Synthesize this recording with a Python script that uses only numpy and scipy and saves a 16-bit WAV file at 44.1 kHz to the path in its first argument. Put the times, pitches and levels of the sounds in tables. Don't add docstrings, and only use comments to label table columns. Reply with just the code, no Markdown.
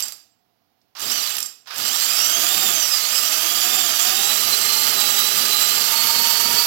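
import sys
import numpy as np
from scipy import signal
from scipy.fft import rfft, irfft
from scipy.io import wavfile
from scipy.ndimage import uniform_filter1d

SR = 44100
rng = np.random.default_rng(int(sys.argv[2]) if len(sys.argv) > 2 else 0)


def waveform_to_disk(signal):
    frames = np.transpose(np.atleast_2d(signal))
    scaled = np.clip(frames, -1, 1) * 32767
    samples = np.round(scaled).astype(np.int16)
    wavfile.write(sys.argv[1], SR, samples)


N = 293706
T = np.arange(N) / SR
HZ = np.maximum(np.arange(N // 2 + 1) * SR / N, 1)

# f/Hz, level per Hz/dB
AMBIENCE_SPECTRUM = [(18, -61.5), (30, -31.5), (90, -12), (124, -6.5), (149, -14), (221, -7), (336, -11.5),
                     (600, -16.5), (721, -4), (822, -14), (1860, -21), (5170, -21.5), (8300, -38.5),
                     (12600, -26), (16000, -22.5)]
# f/Hz, level per Hz/dB
HISS_SPECTRUM = [(25, -5), (60, -4), (125, -1), (500, -9), (2000, -14.5), (5000, -17), (9000, -28),
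                 (13000, -10), (16000, -18)]
# pull t/s, end of spin-up t/s; the last one is held on
TRIGGER_PULLS = [(-.44, -.23), (.972, 1.155), (1.725, 1.9)]
# t/s, bar rate f/Hz
HELD_SPEED = [(1.9, 1513), (1.95, 1855), (2.06, 2278), (2.28, 3038), (2.55, 3655), (2.64, 3667),
              (3.04, 2089), (3.09, 2351), (3.28, 2932), (3.58, 3455), (3.8, 3592), (3.97, 2925),
              (4.01, 3388), (4.3, 3955), (4.51, 4137), (4.91, 4248), (4.99, 3967), (5.17, 3893),
              (5.41, 4125), (5.57, 4000), (5.93, 4378), (6.66, 4538)]
# multiple of the bar rate, level/dB, roughness 0-1
WHINE_LINES = [(1, -14, 0.44), (2, -10.5, 0.32), (3, -11.5, 0.48), (4, -14, 0.9)]
# f/Hz, level/dB
HOLDER_RESPONSE = [(1500, -11), (2300, -7.5), (3000, -3), (4400, 3), (6300, 0), (7500, 2), (9000, -10.5),
                   (11000, -3.5), (13000, -1), (16000, -0.5)]
# f/Hz, level per Hz/dB
HOUSING_RESPONSE = [(300, -50.5), (600, -6.5), (1000, -5.5), (1400, -2.5), (2100, -3.5), (3000, -3.5),
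                    (3700, 1), (4700, -2), (6800, -2), (8600, -8), (10300, -4), (11800, -0.5),
                    (13500, -1.5), (16000, -7.5)]
# f/Hz, width f/Hz, level relative to the broad response/dB
HOUSING_MODES = [(777, 87, -14), (2600, 28, 4), (2918, 188, 3), (3155, 40, 4), (4870, 310, 0.5),
                 (5710, 410, -0.5), (14400, 970, -4.5)]
# t/s, level ahead of filtering/dB
TOOTH_KNOCKS = [(0.0044, -15), (0.0246, -14.5), (0.0832, -21.5), (0.1222, -22.5), (0.9963, -23.5),
                (1.0168, -20.5), (1.3674, -18), (1.3854, -18), (1.4045, -14.5), (1.428, -15), (1.4599, -19),
                (1.7434, -25), (1.7818, -15.5)]
# f/Hz, level per Hz/dB
RUMBLE_SPECTRUM = [(25, -29), (48, -20.5), (65, -5.5), (100, -3), (125, -4), (165, -5), (240, 3),
                   (300, -2.5), (380, 1), (520, -3), (800, -4), (1600, -37.5)]
# multiple of the motor turn, level/dB
GEAR_TONES = [(2.4, -21.5), (5, -19), (10, -24.5), (12, -21), (17, -22)]
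# f/Hz, level/dB
GEARBOX_RESPONSE = [(150, -26), (350, -8), (500, -13), (660, -6), (750, -1), (820, -5), (860, -14),
                    (915, 1), (960, 0), (1050, -11), (2000, -7), (2200, -3), (3000, -3)]
# t/s, level ahead of filtering/dB
TRIGGER_TOUCH = [(.815, -63)]
# t/s, level ahead of filtering/dB
SLACK_RUBS = [(.951, -42), (.966, -42.5), (1.659, -50.5), (1.672, -41), (1.705, -38)]

AMBIENCE_DB, HISS_DB = -70.5, -78.5
BARS, GEAR_RATIO, TEETH = 24, 9.6, 23
PULL_HZ, SPIN_UP_S, COAST_HZ_PER_S = 1979, .115, 4300
CRUISE_HZ = 4200
SCRAPE_DB, SCRAPE_KNEE_HZ, SCRAPE_POWER = -19, 1073, 0.34
DRIVE_DB = 0.5
WHINE_DB, WHINE_POWER, WHINE_WAVER_DB = -5, 0.28, 1.1
BEARING_DB, BEARING_HZ = -55.5, 600
FAN_DB, FAN_POWER, FAN_FLUTTER_DB = -44, 2.27, 1.86
HAND_OFF_S, HAND_FADE_S, HAND_DB = 2.8, .06, 3.5
SHUDDER_DB, SHUDDER_S = -43.5, 0.1
GEAR_POWER, THROB_POWER = 0.75, 0.23
TOP_HZ = 15900


def undb(db):
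    return 10 ** (np.asarray(db) / 20)


def unit(x):
    return x / np.std(x)


def noise():
    return rng.standard_normal(N)


def curve(rows, axis=1):
    rows = np.array(rows)
    return np.interp(T, rows[:, 0], rows[:, axis])


def walk(rate):
    points = 2 ** 14
    t = np.linspace(0, T[-1], points)
    hz = np.arange(points // 2 + 1) / T[-1]
    spectrum = rfft(rng.standard_normal(points)) / (1 + (hz / rate) ** 4)
    return np.interp(T, t, unit(irfft(spectrum)))


def response(points):
    hz, db = np.transpose(points)
    return undb(np.interp(np.log(HZ), np.log(hz), db))


def resonance(hz, width_hz):
    return 1 / (1 + 1j * (HZ ** 2 - hz ** 2) / (HZ * width_hz))


def colour(x, gain):
    level_gain = gain / np.sqrt(np.mean(np.abs(gain) ** 2))
    kernel = np.roll(irfft(level_gain, N), 8192)[:16385]
    return signal.fftconvolve(x, kernel, mode="same")


def bursts(rows, decay_s):
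    envelope = np.zeros(N)
    for s, db in rows:
        start = max(int(s * SR), 0)
        envelope[start:] += undb(db) * np.exp(-np.minimum(T[:N - start] / decay_s, 50))
    return envelope * noise()


def ambience():
    return undb(AMBIENCE_DB) * colour(noise(), response(AMBIENCE_SPECTRUM))


def hiss():
    return undb(HISS_DB) * colour(noise(), response(HISS_SPECTRUM))


def speed():
    hz = np.zeros(N)
    for pull, release in TRIGGER_PULLS:
        driven = PULL_HZ * (1 - np.exp(-np.clip(T - pull, 0, release - pull) / SPIN_UP_S))
        hz = np.maximum(hz, driven - COAST_HZ_PER_S * np.maximum(T - release, 0))
    return np.where(T < HELD_SPEED[0][0], hz, curve(HELD_SPEED))


def effort(bar_hz):
    gaining = uniform_filter1d(np.gradient(bar_hz) * SR, size=4096)
    return np.clip(gaining / COAST_HZ_PER_S, -1, 1)


def scrape(turns, bar_hz, slap_db, grain_db, flicker_db):
    tooth = turns * TEETH / GEAR_RATIO
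    size = undb(4.8 * rng.standard_normal(4096))[tooth.astype(int)]
    surge = np.exp(-(tooth % 1) / .22)
    slap = undb(slap_db) * size * surge / (1 + bar_hz / 2500)
    grain = np.repeat(rng.standard_normal(N // 8 + 1), 8)[:N]
    grit = undb(grain_db * grain)
    return unit(noise() * grit * (1 + slap)) * undb(flicker_db * walk(41.7))


def whine(turns, bar_hz, jitter, uneven, patchy_db):
    bounce = np.clip(1.25 - bar_hz / 4200, 0, .7)
    phase = 2 * np.pi * BARS * turns + jitter * walk(30) + .7 * bounce * walk(80)
    runout = 1 + uneven * np.cos(2 * np.pi * turns + 2 * walk(11))
    lines = 0
    for k, db, rough in WHINE_LINES:
        angle = k * phase
        in_step = (runout + rough * walk(170)) * np.sin(angle)
        out_of_step = rough * walk(170) * np.cos(angle)
        smeared_db = 6 * bounce * np.clip((k * bar_hz - 8000) / 2000, 0, 1)
        lines = lines + undb(db - smeared_db + patchy_db * walk(16)) * (in_step + out_of_step)
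    return colour(np.sqrt(2) * lines, response(HOLDER_RESPONSE))


def housing(x):
    modes = sum(undb(db) * resonance(hz, width) for hz, width, db in HOUSING_MODES)
    return colour(x, response(HOUSING_RESPONSE) * (1 + modes))


def tooth_knocks(knocks):
    bright = [(500, -16), (3800, -4.5), (5500, 9.5), (9000, -0.5), (13500, 4.5), (16000, -7)]
    return undb(-2) * colour(knocks, response(bright))


def wheel(friction, knocks, spool_turns, ring_db, low_ring_db):
    lobes = np.sqrt(2) * np.cos(2 * np.pi * 4.5 * spool_turns)
    ring = colour(friction + undb(3.5) * knocks, resonance(7530, 34) * resonance(7440, 300))
    rubbed = undb(low_ring_db) * colour(friction, resonance(4770, 150) * resonance(4770, 300))
    struck = undb(-11) * colour(knocks, resonance(4760, 16) * resonance(4760, 400))
    return undb(ring_db) * ring * lobes + rubbed + struck


def case_modes(friction):
    drone = undb(-34.5) * colour(friction, resonance(429, 4.8) * resonance(500, 120))
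    case = undb(-25.0) * colour(friction, resonance(1255, 200) * resonance(1284, 280))
    return drone + case


def rumble(bar_hz):
    rolling = undb(BEARING_DB) * np.minimum(bar_hz / BEARING_HZ, 1)
    steadied = (1 - np.tanh((T - HAND_OFF_S) / HAND_FADE_S)) / 2
    fan_db = FAN_DB + HAND_DB * steadied + FAN_FLUTTER_DB * walk(11)
    blowing = undb(fan_db) * (bar_hz / CRUISE_HZ) ** FAN_POWER
    ages = [np.maximum(T - pull, 0) / SHUDDER_S for pull, _ in TRIGGER_PULLS]
    shudder = undb(SHUDDER_DB) * sum((age * np.exp(1 - age)) ** 4 for age in ages)
    level = np.sqrt(rolling ** 2 + blowing ** 2 + shudder ** 2)
    return level * colour(noise(), response(RUMBLE_SPECTRUM))


def gears(turns, bar_hz, wobble, patchy_db):
    tones = 0
    for k, db in GEAR_TONES:
        ring_db = np.interp(k * bar_hz / BARS, *np.transpose(GEARBOX_RESPONSE))
        angle = 2 * np.pi * k * turns + .4 * walk(25)
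        tones = tones + undb(db + ring_db + patchy_db * walk(9.4)) * np.sin(angle)
    return np.sqrt(2) * tones * wobble * (bar_hz / CRUISE_HZ) ** GEAR_POWER


def throb(spool_turns, bar_hz, hz, db):
    angle = 2 * np.pi * spool_turns
    swell = ((1 + np.sin(angle)) / 2) ** 2 * undb(2 * walk(12))
    bend = 1.6 * np.sin(angle + 1) + 1.2 * walk(14)
    tone = np.sin(2 * np.pi * hz * T + bend)
    return undb(db) * unit(swell * tone) * (bar_hz / CRUISE_HZ) ** THROB_POWER


def trigger_touch():
    return colour(bursts(TRIGGER_TOUCH, decay_s=.006), resonance(4800, 2200) ** 2)


def slack_rubs():
    dull = [(150, -22), (450, -4), (1250, 9), (2200, 3.5), (5200, 8.0),
            (8500, -13), (13000, -7), (16000, -13)]
    return colour(bursts(SLACK_RUBS, decay_s=0.17), response(dull))


def room(x, t60_s, wet_db):
    t = T[:SR]
    low_pass = signal.butter(2, 6000, fs=SR, output="sos")
    high_pass = signal.butter(2, 6000, "high", fs=SR, output="sos")
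    low = signal.sosfilt(low_pass, rng.standard_normal(SR)) * 1000 ** (-t / t60_s)
    high = signal.sosfilt(high_pass, rng.standard_normal(SR)) * 1000 ** (-t / (.8 * t60_s))
    tail = (low + high) * (t > .003)
    wet = undb(wet_db)
    reflected = signal.fftconvolve(x, tail / np.linalg.norm(tail))[:N]
    return (x + wet * reflected) / np.hypot(1, wet)


def scene():
    bar_hz = speed()
    turns = np.cumsum(bar_hz) / SR / BARS
    spool_turns = turns / GEAR_RATIO
    wobble = 1 + .55 * np.sin(2 * np.pi * spool_turns)

    knee = bar_hz / np.hypot(bar_hz, SCRAPE_KNEE_HZ)
    level = undb(SCRAPE_DB) * knee * (bar_hz / CRUISE_HZ) ** SCRAPE_POWER
    rubbing = scrape(turns, bar_hz, slap_db=2.5, grain_db=1.5, flicker_db=1.0)
    friction = level * undb(DRIVE_DB * effort(bar_hz)) * rubbing
    whine_gain = undb(WHINE_DB + WHINE_WAVER_DB * walk(3.7)) * (bar_hz / CRUISE_HZ) ** WHINE_POWER
    singing = level * whine_gain * whine(turns, bar_hz, jitter=0.22, uneven=0.26, patchy_db=3.0)
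    brushes = housing(undb(-1.27) * friction + singing)

    knocks = bursts(TOOTH_KNOCKS, decay_s=.0018)
    ringing = wheel(friction, knocks, spool_turns, ring_db=-10.0, low_ring_db=-17.0)
    body = brushes + tooth_knocks(knocks) + ringing + case_modes(friction) + rumble(bar_hz)
    drill = room(body + trigger_touch() + slack_rubs(), t60_s=0.43, wet_db=-6)

    hum = gears(turns, bar_hz, wobble, patchy_db=2.0)
    gearbox = level * (hum + throb(spool_turns, bar_hz, hz=1225, db=-22))
    return np.array([hiss(), 2 * (drill + gearbox + ambience())])


def record(dry):
    rounded = dry / (1 + (dry / .85) ** 6) ** (1 / 6)
    top_cut = signal.ellip(10, .2, 70, TOP_HZ, fs=SR, output="sos")
    return signal.sosfilt(top_cut, rounded)


dry = scene()
out = record(dry)
waveform_to_disk(out)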